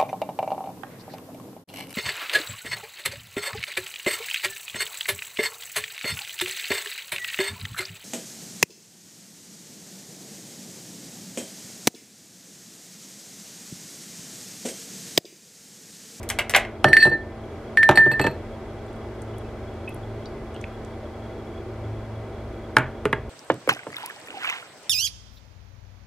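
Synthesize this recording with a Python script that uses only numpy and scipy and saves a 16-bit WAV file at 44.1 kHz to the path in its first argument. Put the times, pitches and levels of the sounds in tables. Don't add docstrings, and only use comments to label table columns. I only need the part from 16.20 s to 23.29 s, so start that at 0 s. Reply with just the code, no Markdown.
import sys
import numpy as np
from scipy import signal
from scipy.fft import rfft, irfft
from scipy.io import wavfile

SR = 44100
rng = np.random.default_rng(int(sys.argv[2]) if len(sys.argv) > 2 else 0)


def materialize(psi):
    bounded = np.clip(np.atleast_2d(psi).T, -1, 1)
    quanta = np.round(bounded * 32767).astype(np.int16)
    wavfile.write(sys.argv[1], SR, quanta)


N = 312889
TIME = np.arange(N) / SR
AGE = TIME[:SR // 2]


def amp(db):
    return 10 ** (np.asarray(db) / 20)


def unit(x):
    return x / np.sqrt(np.mean(x ** 2) + 1e-20)


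def noise():
    return rng.standard_normal(len(AGE))


def read(points, hz):
    f, value = np.transpose(points)
    return np.interp(np.log(hz + 1), np.log(f + 1), value)


def add(track, s, sound):
    part = track[max(round(s * SR), 0):][:len(sound)]
    part += sound[:len(part)]


def fade(t60):
    return 10 ** (-3 * AGE / np.maximum(t60, 0.002))


def tone(hz):
    return np.sin(2 * np.pi * (hz * AGE + rng.random()))


def band(x, hz, kind, order=2):
    sections = signal.butter(order, np.minimum(hz, SR / 2 - 1), kind, fs=SR, output="sos")
    return signal.sosfilt(sections, x)


def colour(x, spectrum, size=4096):
    hz = abs(np.fft.fftfreq(size, 1 / SR))
    log_gain = np.log(amp(np.maximum(read(spectrum, hz), -90)))
    response = np.fft.ifft(np.exp(np.conj(signal.hilbert(log_gain)))).real[:size // 2]
    return signal.fftconvolve(x, response)[:len(x)]


def at_level(x, db, size=441):
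    return amp(db) * x / np.sqrt(np.mean(x[:size] ** 2) + 1e-20)


def blow(spectrum, modes, t60, scatter_db, modes_db, grain_db=0):
    grain = amp(grain_db * np.clip(unit(band(noise(), 506, "low")), -2, 2))
    scatter = noise() * fade(t60) * grain
    scatter = amp(scatter_db) * scatter / np.linalg.norm(scatter)
    click = colour((AGE == 0) + scatter, spectrum)
    ring = sum(amp(db) * fade(life) * tone(hz) for hz, db, life in modes)
    ring = ring * (1 - fade(0.035))
    return at_level(click, 0) + at_level(ring, modes_db)


CRACK_T60 = 0.086
CRACK_GRAIN_DB = 2.5
# start in seconds, body level in dB before a fixed trim, treble level in dB.
CRACKS = [(0.031, -35, -45), (0.09, -35, -30.5), (0.101, -15, -27), (0.188, -8, -30), (0.2, -21, -42),
          (0.296, -19, -29), (0.309, -28, -37), (0.338, -8.5, -46), (0.348, 0, -35), (0.362, -5, -21.5),
          (0.37, -25, -48), (0.45, -25, -60)]
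# frequency in Hz, relative level in dB.
ICE_COLOUR = [(120, -42), (200, -48), (394, -13), (590, -1), (1060, -6.5), (1320, -8), (1500, -0.5),
              (1870, -0.5), (2090, 1), (2860, -4.5), (4430, -14), (8270, -12.5), (9930, -15),
              (11300, -13.5), (16000, -24)]
# frequency in Hz, relative level in dB, 60 dB decay time in seconds.
ICE_MODES = [(592, 5.5, 0.082), (886, -29, 0.14), (1030, -38, 0.25), (2005, 0.5, 0.18), (2140, 3, 0.077),
             (2560, -17, 0.077), (2840, -4.5, 0.03), (3000, -9, 0.021)]


def ice_cracks():
    out = np.zeros(N)
    for s, body_db, treble_db in CRACKS:
        clack = blow(ICE_COLOUR, ICE_MODES, CRACK_T60,
                     scatter_db=8.5, modes_db=-20, grain_db=CRACK_GRAIN_DB)
        snap = blow(ICE_COLOUR, ICE_MODES, CRACK_T60 * 0.51,
                    scatter_db=6, modes_db=-35, grain_db=CRACK_GRAIN_DB)
        add(out, s, at_level(band(clack, 3400, "low"), body_db - 10.5))
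        add(out, s, at_level(band(snap, 4550, "high", order=4), treble_db))
    return out


BOOM_LONGER = 1.23
THUD_TICK_DB = -18
# start in seconds, strength in dB before a fixed trim, boom level in dB,
# 60 dB decay time of the knock's wash in seconds.
THUDS = [(0.644, 2, -15.5, 0.023), (0.679, -37, -23, 0.66), (0.853, -12.5, -21.5, 0.061),
         (0.868, -16.5, -23.5, 0.05), (0.915, -28, -28.5, 0.31), (1.691, 3.5, -14, 0.05),
         (1.712, -6, -27, 0.094), (1.775, -8, -24, 0.12), (1.861, -22.5, -21, 0.069),
         (1.915, -18.5, -28.5, 0.043), (1.997, -8.5, -20.5, 0.12), (2.042, -13, -21.5, 0.05),
         (2.067, -9.5, -19.5, 0.035)]
# frequency in Hz, relative level in dB.
BASE_COLOUR = [(35, -33), (60, -3.5), (212, -13.5), (315, 10.5), (503, -6), (862, 2), (1010, -10),
               (1310, -5.5), (1780, 0), (2090, -12), (3760, -17), (5210, -34), (5590, -26.5), (12700, -40),
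               (16000, -41)]
# frequency in Hz, relative level in dB, 60 dB decay time in seconds.
BASE_MODES = [(90, -2, 0.08), (134, -1.5, 0.15), (195.5, -8, 0.15), (274, -2, 0.089), (345.7, 0.5, 0.11),
              (488, 0, 0.087), (596.6, 4, 0.093), (641, -14.5, 0.38), (910, 7, 0.052), (1210, -4.5, 0.086),
              (1598, 2.5, 0.042)]


def thuds():
    out = np.zeros(N)
    for s, db, boom_db, t60 in THUDS:
        boom = blow(BASE_COLOUR, BASE_MODES, t60 * BOOM_LONGER, scatter_db=13, modes_db=0)
        knock = blow(BASE_COLOUR, BASE_MODES, t60, scatter_db=1.5, modes_db=-8.5)
        tick = blow(BASE_COLOUR, BASE_MODES, t60, scatter_db=-3.5, modes_db=-42)
        add(out, s, at_level(band(boom, [70, 560], "band"), boom_db))
        add(out, s, at_level(band(knock, [620, 1650], "band"), db - 12))
        add(out, s, at_level(band(tick, 1960, "high"), db + THUD_TICK_DB))
    return out


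def dulled_db(contact, corner):
    return -10 * np.log10(1 + (contact / corner) ** 2)


CHATTER_PER_S, CHATTER_DB, CHATTER_T60 = 250, -16, 0.28


def chatter():
    bounces = noise() * (rng.random(len(AGE)) < CHATTER_PER_S / SR)
    return (AGE == 0) + amp(CHATTER_DB) * bounces * fade(CHATTER_T60)


NOTE_HZ, BEAT_HZ = 1785, 13.2
BRUSH_S = 0.04
SINK_PER_S = 2
TICK_DB, TICK_CONTACT_S = -14, 0.0025
TOP_DB, TOP_CONTACT_S = -2.5, 0.0033
PARTNER, DETUNE_HZ = 0.47, 18
CLATTER_DB, CLATTER_T60 = -12, 0.076
RELEASES = [0.57, 1.5]
# start in seconds, lowest mode's level in dB,
# its 60 dB decay time in seconds, higher modes' level in dB, contact time in seconds.
CLINKS = [(0.644, -14.5, 0.78, -37, 0.0012), (0.684, -20, 0.76, -35, 0.0016),
          (0.731, 0, 0.1, -25.5, 0.0019), (0.768, -2.5, 0.13, -26.5, 0.00088),
          (0.797, -15.5, .5, -15.5, 0.012), (0.823, -1, 0.2, -15.5, 0.0059),
          (0.904, -11.5, .24, -34, 0.025), (1.573, -7.5, 0.48, -39, 0.00043),
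          (1.631, -6, 0.27, -35.5, 0.00055), (1.691, -19, 0.39, -52, 0.0011),
          (1.756, -22.5, 0.3, -25.5, 0.0013), (1.774, -5, 0.69, -27, 0.00037),
          (1.915, -23.5, 0.2, -32, 0.0023), (1.936, -14.5, 0.24, -44, 0.0055),
          (1.995, -12, 0.047, -36, 0.0018), (2.013, -25.5, .35, -28.5, 0.001),
          (2.044, -18, 0.26, -35, .004), (2.068, -13, 0.04, -36.5, 0.002), (2.112, -54, 0.25, -51, .001)]
# frequency in Hz, relative level in dB when struck at the rim,
# relative level in dB when struck low on the wall, 60 dB decay time in seconds.
GLASS_MODES = [(2614, -25, 5, 0.074), (4070, -10, -8, 0.16), (4230, -36, -4.5, 0.1), (4422, 4, -0.5, 0.12),
               (5710, 6, -51, 0.088), (7700, -12, 2, 0.028), (8030, -3, -8, 0.1), (8770, -13, -10, 0.058),
               (9530, -1, -18, .11), (10900, 5, -18.5, 0.039), (11950, -16, -3, 0.041),
               (13150, -18, -10, 0.041)]


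def jar():
    out = np.zeros(N)
    next_touch = [row[0] for row in CLINKS[1:]] + [N / SR]
    turns = 2 * np.pi * AGE
    # (Hz, relative dB)
    tick_colour = [(300, -24), (1200, -45), (1900, 20.5), (2700, 7.5),
                   (4200, -3.5), (6000, -10.5), (12000, -19), (16000, -41)]
    for (s, note_db, t60, higher_db, contact), end in zip(CLINKS, next_touch):
        released = min(RELEASES, key=lambda at: abs(s - at))
        place = np.clip(SINK_PER_S * (s - released), 0, 1)
        twin = min(contact / BRUSH_S, 1)
        lowest = np.sin(NOTE_HZ * turns) - twin * np.sin((NOTE_HZ + BEAT_HZ) * turns)
        ring = amp(note_db) * fade(t60) * lowest

        top_db = TOP_DB + dulled_db(contact, TOP_CONTACT_S)
        higher = np.zeros(len(AGE))
        for hz, rim_db, wall_db, life in GLASS_MODES:
            level_db = higher_db + rim_db + place * (wall_db - rim_db)
            if hz > 6500:
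                level_db += top_db
            pair = tone(hz) + PARTNER * tone(hz + DETUNE_HZ * rng.standard_normal())
            higher += amp(level_db) * fade(life) * pair
        ring += signal.fftconvolve(higher, chatter())[:len(AGE)]

        clatter = unit(band(noise(), [2000, 4300], "band", order=3)) * fade(CLATTER_T60)
        ring += amp(higher_db + CLATTER_DB) * clatter

        ring *= np.clip(AGE / max(contact, 1 / SR), 0, 1)
        ring *= np.clip((end - s - AGE) / 0.0022 + 1, 0, 1)

        tick = colour((AGE == 0) + 0.045 * noise() * fade(0.06), tick_colour)
        tick_db = note_db + TICK_DB + 2 * dulled_db(contact, TICK_CONTACT_S)
        add(out, s, ring + at_level(tick, tick_db))
    return out


HOLLOW_HZ, HOLLOW_T60 = 422, 0.11
# start in seconds, then body, bass and treble levels in dB before
# fixed trims, 60 dB decay time of the wash in seconds, hollow note's level in dB before its envelope.
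KNOCKS = [(6.568, -1.5, -14, -15.5, 0.013, -28), (6.585, -19, -20, -22.5, 0.23, -25),
          (6.8549, -15, -16, -24.5, 0.039, -12), (6.929, -11, -16, -28.5, 0.027, -19)]
# frequency in Hz, relative level in dB.
DESK_COLOUR = [(35, -40), (60, -37), (113, -5.5), (308, 0.5), (417, 3.5), (715, -4.5), (882, 0), (1060, -4),
               (1620, -0.5), (2580, -8.5), (4220, -20), (7230, -55), (8920, -30), (13900, -47),
               (16000, -67)]
# frequency in Hz, relative level in dB, 60 dB decay time in seconds.
DESK_MODES = [(130, -3.5, 0.17), (340, -17, 0.082), (634, -3, 0.21), (768, -9, 0.1), (880, 3, 0.099),
              (1287, -7, 0.061), (1500, -8, 0.029), (1650, 13, 0.019), (2400, -30, 0.056)]


def knocks():
    out = np.zeros(N)
    edge_colour = [(2000, -7), (3500, -0.5), (5200, -7), (7000, -4.5),
                   (9500, -3), (13000, -16), (16000, -17)]
    for s, body_db, bass_db, treble_db, t60, hollow_db in KNOCKS:
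        thud = blow(DESK_COLOUR, DESK_MODES, t60, scatter_db=4.5, modes_db=-10.5)
        edge = colour((AGE == 0) + 0.031 * noise() * fade(0.052), edge_colour)
        hollow = tone(HOLLOW_HZ) * fade(HOLLOW_T60) * (1 - fade(0.011))
        add(out, s, at_level(band(thud, [100, 480], "band"), bass_db - 4))
        add(out, s, at_level(band(thud, [650, 2800], "band"), body_db - 5))
        add(out, s, at_level(band(edge, 3000, "high"), treble_db - 15.5))
        add(out, s, amp(hollow_db) * hollow)
    return out


FAINT_SPREAD_DB, FAINT_SPREAD_OCTAVES = 3, 0.19
POUR_S = (2.6, 4.45)


def sprinkle(db, hz, count):
    when, size, pitch = rng.uniform(-1, 1, (count, 3)).T
    times = np.interp(when, [-1, 1], POUR_S)
    return list(zip(times, db + FAINT_SPREAD_DB * size, hz * 2 ** (FAINT_SPREAD_OCTAVES * pitch)))


GLIDE = 0.82
FAINT_BUBBLE_DB, FAINT_BUBBLE_HZ = -52, 3170
FAINT_SNAP_DB, FAINT_SNAP_HZ = -60, 8750
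# start in seconds, level in dB before envelope and splutter, starting pitch in Hz.
BUBBLES = [(3.1338, -43, 2960), (3.2465, -44, 2560), (3.6758, -25.5, 2533), (4.057, -38, 4550),
           (4.346, -40, 2900), (4.369, -45, 3200)]
# start in seconds, level in dB before a fixed trim, rough pitch in Hz.
SNAPS = [(3.019, -46, 8350), (3.183, -49, 9600), (3.692, -47, 11300), (3.745, -47, 10400),
         (4.057, -43, 4500), (4.345, -53, 8500), (4.363, -44, 3300), (4.413, -46.5, 7300),
         (4.441, -31, 2300), (4.649, -51, 7350)]


def milk():
    out = np.zeros(N)
    for s, db, hz in BUBBLES + sprinkle(FAINT_BUBBLE_DB, FAINT_BUBBLE_HZ, count=5):
        splutter = 1 + 0.39 * unit(band(noise(), 350, "low"))
        bubble = np.sin(2 * np.pi * hz * AGE * (1 + GLIDE * AGE)) * fade(0.063) * (1 - fade(0.018))
        add(out, s, amp(db) * bubble * splutter)
    for s, db, hz in SNAPS + sprinkle(FAINT_SNAP_DB, FAINT_SNAP_HZ, count=6):
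        snap = band(noise() * fade(0.016), [hz * 0.8, hz * 1.15], "band")
        add(out, s, at_level(snap, db - 4))
    return out


AIR_DB = -38.5
WHINE_HZ, WHINE_DB = 3336, -65.5
THROB_HZ = 108
THROB_WAVER_DB, THROB_WAVER_HZ = 2, 4.5
# frequency in Hz, relative level in dB.
AIR_COLOUR = [(76, -18), (130, -3.5), (191, -11.5), (215, -5), (248, -10.5), (394, -0.5), (511, -6),
              (601, -7), (735, -11), (796, -12), (1520, -19), (2050, -26.5), (3330, -32), (14500, -52.5),
              (16000, -83)]
# frequency in Hz, side level minus middle level in dB.
AIR_SIDE = [(60, -17), (110, -38), (200, -12), (380, -19), (700, -12.5), (1290, -12), (2380, -5),
            (4400, -2), (8120, -1.5), (15000, -4)]
# time in seconds, level change in dB.
AIR_SWELL = [(0, -1.5), (1, -3.5), (1.35, -0.5), (2.3, -0.5), (4.4, -0.5), (6.4, -1), (7.09, -2.5)]
# centre frequency in Hz, width in Hz, level in dB.
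DRONE = [(37.6, 10, -49), (57, 8, -47), (82.3, 13, -44.5), (142, 18, -66.5), (344, 54, -47.5),
         (595, 40, -53), (2027, 84, -62), (2265, 150, -63.5)]
# frequency in Hz, level in dB before a slight random drift.
HUM = [(224, -46), (269, -55.5), (537.4, -78), (656.4, -51.5), (777.1, -54)]
# time in seconds, level in dB before a fixed lift.
THROB = [(2.5, -48), (2.66, -44.5), (4.0, -40), (4.1, -53), (4.4, -44.5), (5.3, -44.5), (5.8, -36),
         (6.4, -47)]


def fan():
    hz = np.fft.rfftfreq(N, 1 / SR)

    def shaped_noise(gain):
        return irfft(gain * (rng.standard_normal(len(hz)) + 1j * rng.standard_normal(len(hz))), N)

    def slow(speed_hz):
        return unit(shaped_noise(np.exp(-(hz / speed_hz) ** 2)))

    def motor(f):
        return np.sqrt(2) * np.sin(2 * np.pi * f * TIME + 0.59 * slow(2.3)) * amp(0.19 * slow(2.3))

    shape = amp(read(AIR_COLOUR, hz))
    mid = shaped_noise(shape)
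    side = shaped_noise(shape * amp(read(AIR_SIDE, hz)))
    swell_db = np.interp(TIME, *np.transpose(AIR_SWELL))
    air = amp(AIR_DB + swell_db) * np.array([mid + side, mid - side]) / mid.std()

    drone = np.zeros(N)
    for f, width, db in DRONE:
        drone += amp(db) * unit(shaped_noise(1 / (1 + (2 * (hz - f) / width) ** 2)))
    hum = sum(amp(db) * motor(f) for f, db in HUM)
    throb_db = np.interp(TIME, *np.transpose(THROB)) + 2
    throb = amp(throb_db + THROB_WAVER_DB * slow(THROB_WAVER_HZ)) * motor(THROB_HZ)
    flutter = unit(np.maximum(slow(45) + 1, 0))
    whine = amp(WHINE_DB) * flutter * unit(shaped_noise(np.exp(-((hz - WHINE_HZ) / 100) ** 2)))
    return air + drone + hum + throb + whine


# frequency in Hz, time in seconds.
ROOM_T60 = [(100, 0.66), (500, 0.41), (2000, 0.28), (6000, 0.19), (15000, 0.09)]


def room(x, wet_db, size=256):
    hz, t, z = signal.stft(rng.standard_normal((2, len(AGE))), SR, nperseg=size)
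    z = z * amp(-60 * t / read(ROOM_T60, hz)[:, None])
    side_db = [(200, -16.5), (1000, -33.5), (4000, -12), (12000, 4)]  # (Hz, dB)
    z[1] *= amp(read(side_db, hz))[:, None]
    mid, side = signal.istft(z, SR, nperseg=size)[1][:, :len(AGE)] * np.clip(AGE / 0.0025 - 0.5, 0, 1)
    tail = np.array([mid + side, mid - side]) / np.linalg.norm(mid)
    return amp(wet_db) * signal.fftconvolve(x[None], tail, axes=1)[:, :N]


# frequency in Hz, radians by which left leads.
ICE_PHASE = [(100, 1.5), (3500, 0), (5500, 1.9), (7500, 1.17), (11000, 1.47), (15000, 2)]
JAR_PHASE = [(100, 0), (3900, 0.42), (4400, -1.5), (5500, 2), (8000, -15), (10000, 22.5), (11000, 0.4),
             (14000, -2)]


def ports(x, phase):
    turn = np.exp(0.5j * read(phase, np.fft.rfftfreq(N, 1 / SR)))
    return irfft(rfft(x) * np.array([turn, 1 / turn]), N)


def scene():
    cracks, landings, glass, desk, pour = ice_cracks(), thuds(), jar(), knocks(), milk()
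    tilt = amp([[-0.7], [0.7]])
    near = ports(cracks, ICE_PHASE) + ports(landings + glass + desk + pour, JAR_PHASE) * tilt
    echo = room(cracks, wet_db=-11.5) + room(landings, wet_db=-16.5) + room(glass, wet_db=-21)
    echo += room(desk, wet_db=-16.5) + room(pour, wet_db=-15)
    return near + echo + fan()


def record(dry):
    low_pass = signal.firwin(255, 15700, window=("kaiser", 9), fs=SR)
    return signal.oaconvolve(np.clip(dry, -1, 1), low_pass[None], "same")


dry = scene()
out = record(dry)
materialize(out)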